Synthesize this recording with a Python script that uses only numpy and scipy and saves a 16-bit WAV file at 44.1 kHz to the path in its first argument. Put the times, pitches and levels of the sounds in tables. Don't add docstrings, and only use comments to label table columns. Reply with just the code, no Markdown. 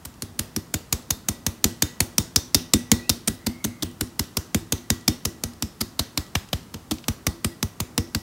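import sys
import numpy as np
from scipy import signal
from scipy.fft import rfft, irfft, next_fast_len
from scipy.io import wavfile
from scipy.ndimage import uniform_filter1d

SR = 44100
rng = np.random.default_rng(int(sys.argv[2]) if len(sys.argv) > 2 else 0)


def generate_wav(signal):
    frames = np.transpose(np.atleast_2d(signal))
    scaled = np.clip(frames, -1, 1) * 32767
    pcm = np.round(scaled).astype(np.int16)
    wavfile.write(sys.argv[1], SR, pcm)


N = 362502

# start in seconds, chatter length in seconds, favoured resonance (the bite) in
# Hz, then relative levels of click, thud and low resonances in dB.
TAPS = [(0.053, 0.0086, 8300, -37, -39.5, -44), (0.222, 0.00067, 9150, -28, -35.5, -35),
        (0.3916, 0.0059, 9900, -22.5, -31, -36), (0.5631, 0.0017, 5670, -21.5, -31.5, -28.5),
        (0.74, 0.0071, 6960, -21.5, -28, -28), (0.9258, 0.005, 6630, -16.5, -27, -30.5),
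        (1.105, 0.0056, 6360, -16, -29, -36), (1.286, 0.0073, 6300, -17.5, -29, -28),
        (1.465, 0.0037, 6300, -18, -27.5, -29.5), (1.642, 0.0027, 7140, -11.5, -24.5, -21.5),
        (1.822, 0.0047, 6750, -13.5, -26, -27.5), (2.0041, 0.0027, 9400, -15.5, -24.5, -30),
        (2.1816, 0.0042, 5860, -11, -25.0, -27), (2.3602, 0.0028, 5300, -9, -26, -26.0),
        (2.5457, 0.0068, 5300, -8.0, -25.5, -21.5), (2.7356, 0.0023, 7650, -10.5, -23, -16.5),
        (2.9162, 0.0043, 6900, -10.5, -21.5, -18), (3.0943, 0.0091, 5470, -11.5, -25.5, -26.5),
        (3.2755, 0.014, 9000, -19.0, -29, -25.0), (3.4646, 0.013, 4900, -22.5, -30, -25.5),
        (3.6431, 0.013, 6200, -21.5, -29.5, -24.5), (3.824, 0.016, 3320, -22.5, -34, -26),
        (4.009, 0.0069, 9060, -24.5, -29.5, -26), (4.1937, 0.0062, 5330, -18, -28, -27),
        (4.369, 0.0086, 5400, -18.5, -28.5, -30), (4.5461, 0.0044, 7100, -21, -23.5, -23.5),
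        (4.7225, 0.0066, 6370, -18, -26.5, -24.5), (4.9022, 0.0015, 6150, -15, -24, -23),
        (5.0787, 0.0036, 5270, -12, -23, -22.5), (5.2516, 0.0072, 5270, -19, -28.5, -26),
        (5.437, 0.0041, 6000, -22.5, -30.5, -32), (5.6242, 0.0019, 5700, -21.5, -28.5, -31.5),
        (5.808, 0.015, 4900, -20, -31.5, -28.5), (5.9923, 0.008, 4150, -18, -27.5, -33.5),
        (6.175, 0.0036, 3800, -19.0, -28, -32), (6.3524, 0.0069, 2720, -22, -24.5, -48.0),
        (6.53, 0.0057, 3160, -24, -25, -34.5), (6.7415, 0.003, 2860, -34.5, -38.0, -33.5),
        (6.911, 0.016, 3400, -24.0, -31, -27), (7.083, 0.0031, 6040, -21.5, -24.0, -30.5),
        (7.2669, 0.0048, 5740, -18.5, -23, -26), (7.4454, 0.0046, 8650, -23.5, -24.5, -28.5),
        (7.6282, 0.0013, 5900, -21, -24.5, -33.5), (7.802, 0.0059, 6700, -25.0, -27.5, -34.5),
        (7.9786, 0.0023, 5650, -19, -23, -22.5), (8.1482, 0.002, 4800, -21, -26, -30)]
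# start in seconds, peak level in dB, centre in Hz.
TICKS = [(4.2394, -31, 4660), (4.6, -39, 5160), (4.78, -34, 3657), (6.4882, -35.5, 4530),
         (6.9394, -32, 5280), (6.984, -30.5, 3250), (7.0403, -30.5, 2580)]
# low edge in Hz, high edge in Hz, trim in dB.
REGISTERS = [(380, 1406, -1.5), (1960, 3810, -.5), (4130, 7030, -0.5), (7620, 15300, 0)]
# frequency in Hz, relative level in dB, t60 and rise in seconds.
LOW_MODES = [(50.5, -19, 0.27, 0.013), (99.8, -9.5, 0.28, 0.034), (169.3, -14, 0.25, 0.019),
             (215.9, 6.5, 0.087, 0.0068), (244, -4.5, 0.27, 0.041), (301.5, 2.5, 0.098, 0.0041),
             (336, -17.5, 0.41, 0.036), (382.2, -8, 0.13, 0.0036), (461, -3.5, 0.062, 0.008),
             (555, -36, 0.041, 0.004)]
# frequency in Hz, relative level in dB, t60 in seconds.
HANDLE_MODES = [(1946, 10, .55)]
RIM_MODES = [(3640, 11.5, 0.16), (3650, 8.5, 0.27), (4570, -18, 0.27), (5200, 4, 0.12), (5260, 6, 0.18),
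             (6700, -14, .15)]
# time in seconds, gain in dB.
HANDLE_GAIN = [(0, -76), (.5, -60), (1.3, -65), (1.7, -56), (2.36, -62), (2.75, -48), (3.09, -55),
               (3.28, -49), (3.6, -64), (4.9, -61), (5.6, -68), (6.17, -54.5), (6.6, -74), (7.3, -58),
               (7.75, -66), (8.0, -52.5)]
RIM_THRESHOLD = (-41, -34.5, -16.5, 0.5)
# base level in dB, dB per dB of click,
# dB per dB of thud, dB per octave duller, dB per octave brighter, dB per doubling of length.
KNOCK_RULE = (-27.5, 0.0743, 1.0, 3.5, 1.5, 1.2)
CLACK_RULE = (-26.5, 0.43, 0.92, 6, 4.5, 0.7)
FIZZ_RULE = (-22, 0.75, 0.11, -4.5, 5.5, 1.0)
ECHO_RULE = (-47.5, 0.735, 0.14, 2.5, 2.5, .5)
# frequency in Hz, relative level in dB.
ECHO_COLOUR = [(200, 4), (600, 2), (1200, -1), (2400, -6), (4000, -2.5), (5400, -1), (7500, -3.5),
               (10000, -5.5), (15500, -7)]
# frequency in Hz, t60 in seconds.
ECHO_T60 = [(200, 0.63), (1000, 0.31), (3000, 0.42), (5500, 0.37), (9000, 0.29), (16000, 0.26)]
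# start and length in seconds, first pitch, last pitch and
# height of the arch in Hz, relative level in dB.
GLIDES = [(2.98, 0.16, 2220, 2930, 40, -50), (3.331, .6, 1890, 1947, 250, -51.5)]
# frequency in Hz, relative density in dB.
AIR_SPECTRUM = [(18, -36), (30, -8), (85, 1), (140, 0), (230, 0), (546, -13.5), (639, -13.5), (1260, -13.5),
                (1510, -18), (1970, -19.5), (2240, -23.5), (5450, -24.5), (7460, -25.5), (15500, -30)]

USUAL_CLICK_DB, USUAL_THUD_DB, USUAL_BITE_HZ, USUAL_LENGTH_S = -19, -27, 5700, .005


def sieve():
    out = np.zeros(N)
    usual_colour_db = np.array([KNOCK_RULE[0], CLACK_RULE[0], USUAL_CLICK_DB, FIZZ_RULE[0]])
    usual_colour_db -= USUAL_CLICK_DB
    for start, length, bite_hz, click_db, thud_db, low_modes_db in TAPS:
        hard, heavy = click_db - USUAL_CLICK_DB, thud_db - USUAL_THUD_DB
        octaves = np.log2(bite_hz / USUAL_BITE_HZ)
        dull, bright = max(-octaves, 0), max(octaves, 0)
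        long = np.log2(length / USUAL_LENGTH_S)
        knock_db, clack_db, fizz_db, echo_db = (
            rule[0] + np.dot(rule[1:], (hard, heavy, dull, bright, long))
            for rule in (KNOCK_RULE, CLACK_RULE, FIZZ_RULE, ECHO_RULE))
        levels_db = np.array([knock_db, clack_db, click_db, fizz_db])
        handle_db = np.interp(start, *np.transpose(HANDLE_GAIN))
        handle_grip_db, rim_grip_db = 3 * rng.standard_normal(2)
        lead_s = .0033
        add(out, start - lead_s, graze(lead_s))
        add(out, start - .0003, chatter(length, bite_hz, levels_db + .5))
        add(out, start, amp(echo_db) * kitchen(levels_db - click_db - usual_colour_db, bite_hz))
        add(out, start, amp(thud_db + 3.5) * thud())
        add(out, start, amp(low_modes_db + 4) * low_modes())
        add(out, start, amp(handle_db + handle_grip_db) * ring(HANDLE_MODES))
        add(out, start, amp(rim_gain_db(click_db) + rim_grip_db) * ring(RIM_MODES))
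    return out


def chatter(length, bite_hz, levels_db, bite_width_hz=600, spiky_db=4.3, rise_s=.00019, decay_s=.002):
    t = seconds(.04)
    hold_s = length * .58
    envelope = np.minimum(t / rise_s, 1) * np.exp(-np.maximum(t - hold_s, 0) / decay_s)
    scatter = amp(-21) * np.exp(-t / .011) * (t > hold_s)
    contacts = np.interp(t, np.linspace(0, t[-1], num=80), rng.standard_normal(80))
    force = rng.standard_normal(len(t)) * (envelope + scatter) * amp(spiky_db * contacts)
    resonance = signal.iirpeak(bite_hz, bite_hz / bite_width_hz, fs=SR)
    force += amp(6) * signal.lfilter(*resonance, force)
    out = np.zeros(len(t))
    for (low_hz, high_hz, trim_db), db in zip(REGISTERS, levels_db):
        part = band(force, low_hz, high_hz)
        out += amp(db + trim_db) * part / np.linalg.norm(part)
    return out * np.sqrt(.005 * SR)


def graze(length):
    t = seconds(length)
    noise = rng.standard_normal(SR // 100)[:len(t)]
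    hiss = band(noise * np.sqrt(t / length), 2000, 15000)
    return amp(-45 + 4 * rng.standard_normal()) * unit_rms(hiss)


def thud(start_hz=632, rest_hz=74, halving_s=.003226, attack_s=.003, hold_s=.03, release_db_per_s=2400):
    t = seconds(.05)
    detune = 1 + .059 * rng.standard_normal()
    hz = np.maximum(start_hz / (1 + t / halving_s), rest_hz) * detune
    attack = np.minimum(t / attack_s, 1) ** 4
    release = amp(-release_db_per_s * np.maximum(t - hold_s, 0))
    return attack * release * np.sin(2 * np.pi * np.cumsum(hz) / SR)


def low_modes(detune=.016, uneven_db=2):
    draws = rng.standard_normal((len(LOW_MODES), 2))
    return sum(mode(hz * (1 + detune * sharp), db + uneven_db * loud, t60, rise, width_hz=12, blur_s=.097)
               for (hz, db, t60, rise), (sharp, loud) in zip(LOW_MODES, draws))


def ring(modes):
    return sum(mode(hz, db + uneven_db, t60, rise_s=.0011, width_hz=24, blur_s=.08)
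               for (hz, db, t60), uneven_db in zip(modes, rng.standard_normal(len(modes))))


def rim_gain_db(click_db):
    soft_db, hard_db, threshold_db, width_db = RIM_THRESHOLD
    return click_db + soft_db + (hard_db - soft_db) / (1 + np.exp((threshold_db - click_db) / width_db))


def mode(hz, db, t60, rise_s, width_hz, blur_s):
    t, slow = seconds(.25), np.linspace(0, .25, num=250)
    onset = 1 - np.exp(-(slow / rise_s) ** 2)
    fade = np.minimum((slow[-1] - slow) / .05, 1)
    level = amp(db - 60 * slow / t60) * onset * fade
    direct = np.exp(-slow / blur_s)
    reflected = np.sqrt(1 - direct ** 2) * wander(slow, width_hz)
    envelope = level * (direct + reflected)
    phase = 2 * np.pi * hz * t + np.interp(t, slow, np.unwrap(np.angle(envelope)))
    return np.interp(t, slow, abs(envelope)) * np.sin(phase)


def ticks(decay_s=.0029):
    out, t = np.zeros(N), seconds(.02)
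    for start, db, hz in list(TICKS) + list(rebounds()):
        burst = rng.standard_normal(len(t)) * np.exp(-t / decay_s)
        tick = band(burst, hz * .54, hz * 1.77)
        add(out, start, amp(db) * tick / abs(tick).max())
        add(out, start, amp(db - 36) * kitchen(np.zeros(len(REGISTERS)), hz))
    return out


def rebounds(chance=.22, earliest_s=.055, latest_s=.11, level_db=-41, centre_hz=5600):
    uniform, normal = rng.random((len(TAPS), 2)), rng.standard_normal((len(TAPS), 2))
    for (start, *_), (luck, when), (loud, sharp) in zip(TAPS, uniform, normal):
        if luck < chance:
            delay = earliest_s + (latest_s - earliest_s) * when
            yield start + delay, level_db + 3 * loud, centre_hz * 2 ** (.3 * sharp)


def kitchen(tap_colour_db, bite_hz, follow=.37, bite_db=3, bite_octaves=.2, build_s=.00031):
    hz, t, spectrum = signal.stft(rng.standard_normal(SR // 3), SR, nperseg=256)
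    centres = [np.sqrt(low * high) for low, high, _ in REGISTERS]
    tap_db = curve_at(list(zip(centres, tap_colour_db)), hz)
    partials = unit_rms(uniform_filter1d(rng.standard_normal(len(hz)), size=3))
    bite = np.exp(-(np.log2((hz + 1) / bite_hz) / bite_octaves) ** 2)
    colour_db = curve_at(ECHO_COLOUR, hz) + follow * tap_db + 2.18 * partials + bite_db * bite
    decay_db = 60 * t / curve_at(ECHO_T60, hz)[:, None]
    _, tail = signal.istft(spectrum * amp(colour_db[:, None] - decay_db), SR, nperseg=256)
    onset = 1 - np.exp(-(np.arange(len(tail)) / SR / build_s) ** 2)
    return amp(15) * tail * onset


def thin_tone(width_hz=120):
    out = np.zeros(N)
    for start, length, first_hz, last_hz, arch_hz, db in GLIDES:
        t = seconds(length)
        arch = np.sin(np.pi * t / length)
        hz = first_hz + (last_hz - first_hz) * t / length + arch_hz * arch
        tone = (wander(t, width_hz) * np.exp(2j * np.pi * np.cumsum(hz) / SR)).real
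        add(out, start, amp(db - 3) * arch * unit_rms(tone))
    return out


def room_air(level_db=-47.5):
    size = next_fast_len(N, real=True)
    colour = amp(curve_at(AIR_SPECTRUM, np.fft.rfftfreq(size, 1 / SR)))
    murmur = irfft(rfft(rng.standard_normal(size)) * colour, size)[:N]
    return amp(level_db) * unit_rms(murmur)


def wander(t, width_hz):
    knots = rng.standard_normal((400, 2)) @ [1, 1j]
    return np.interp(t * 2 * width_hz, np.arange(len(knots)), knots) * np.sqrt(3 / 4)


def band(x, low_hz, high_hz):
    edges = np.clip([low_hz, high_hz], 20, SR / 2 - 500)
    return signal.sosfilt(signal.butter(3, edges, "band", fs=SR, output="sos"), x)


def curve_at(points, hz):
    knots_hz, values = np.transpose(points)
    return np.interp(np.log(hz + 1), np.log(knots_hz + 1), values)


def amp(db):
    return 10 ** (np.asarray(db) / 20)


def unit_rms(x):
    return x / np.sqrt(np.mean(x ** 2) + 1e-20)


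def seconds(length):
    return np.arange(int(length * SR)) / SR


def add(mix, start_s, sound):
    part = mix[max(round(start_s * SR), 0):][:len(sound)]
    part += sound[:len(part)]


def scene():
    return (sieve() + ticks() + thin_tone() + room_air())[None]


def record(dry, low_cut_hz=38, high_cut_hz=15850):
    size = next_fast_len(N + SR // 4, real=True)
    hz = np.fft.rfftfreq(size, 1 / SR)
    high_pass = hz ** 4 / np.sqrt(hz ** 8 + low_cut_hz ** 8)
    thinned = irfft(rfft(dry, size) * high_pass, size)[:, :N]
    saturated = thinned / (1 + thinned ** 4) ** (1 / 4)
    low_pass = signal.firwin(401, high_cut_hz, window=("kaiser", 7), fs=SR)
    return signal.oaconvolve(saturated, low_pass[None], "same")


dry = scene()
out = record(dry)
generate_wav(out)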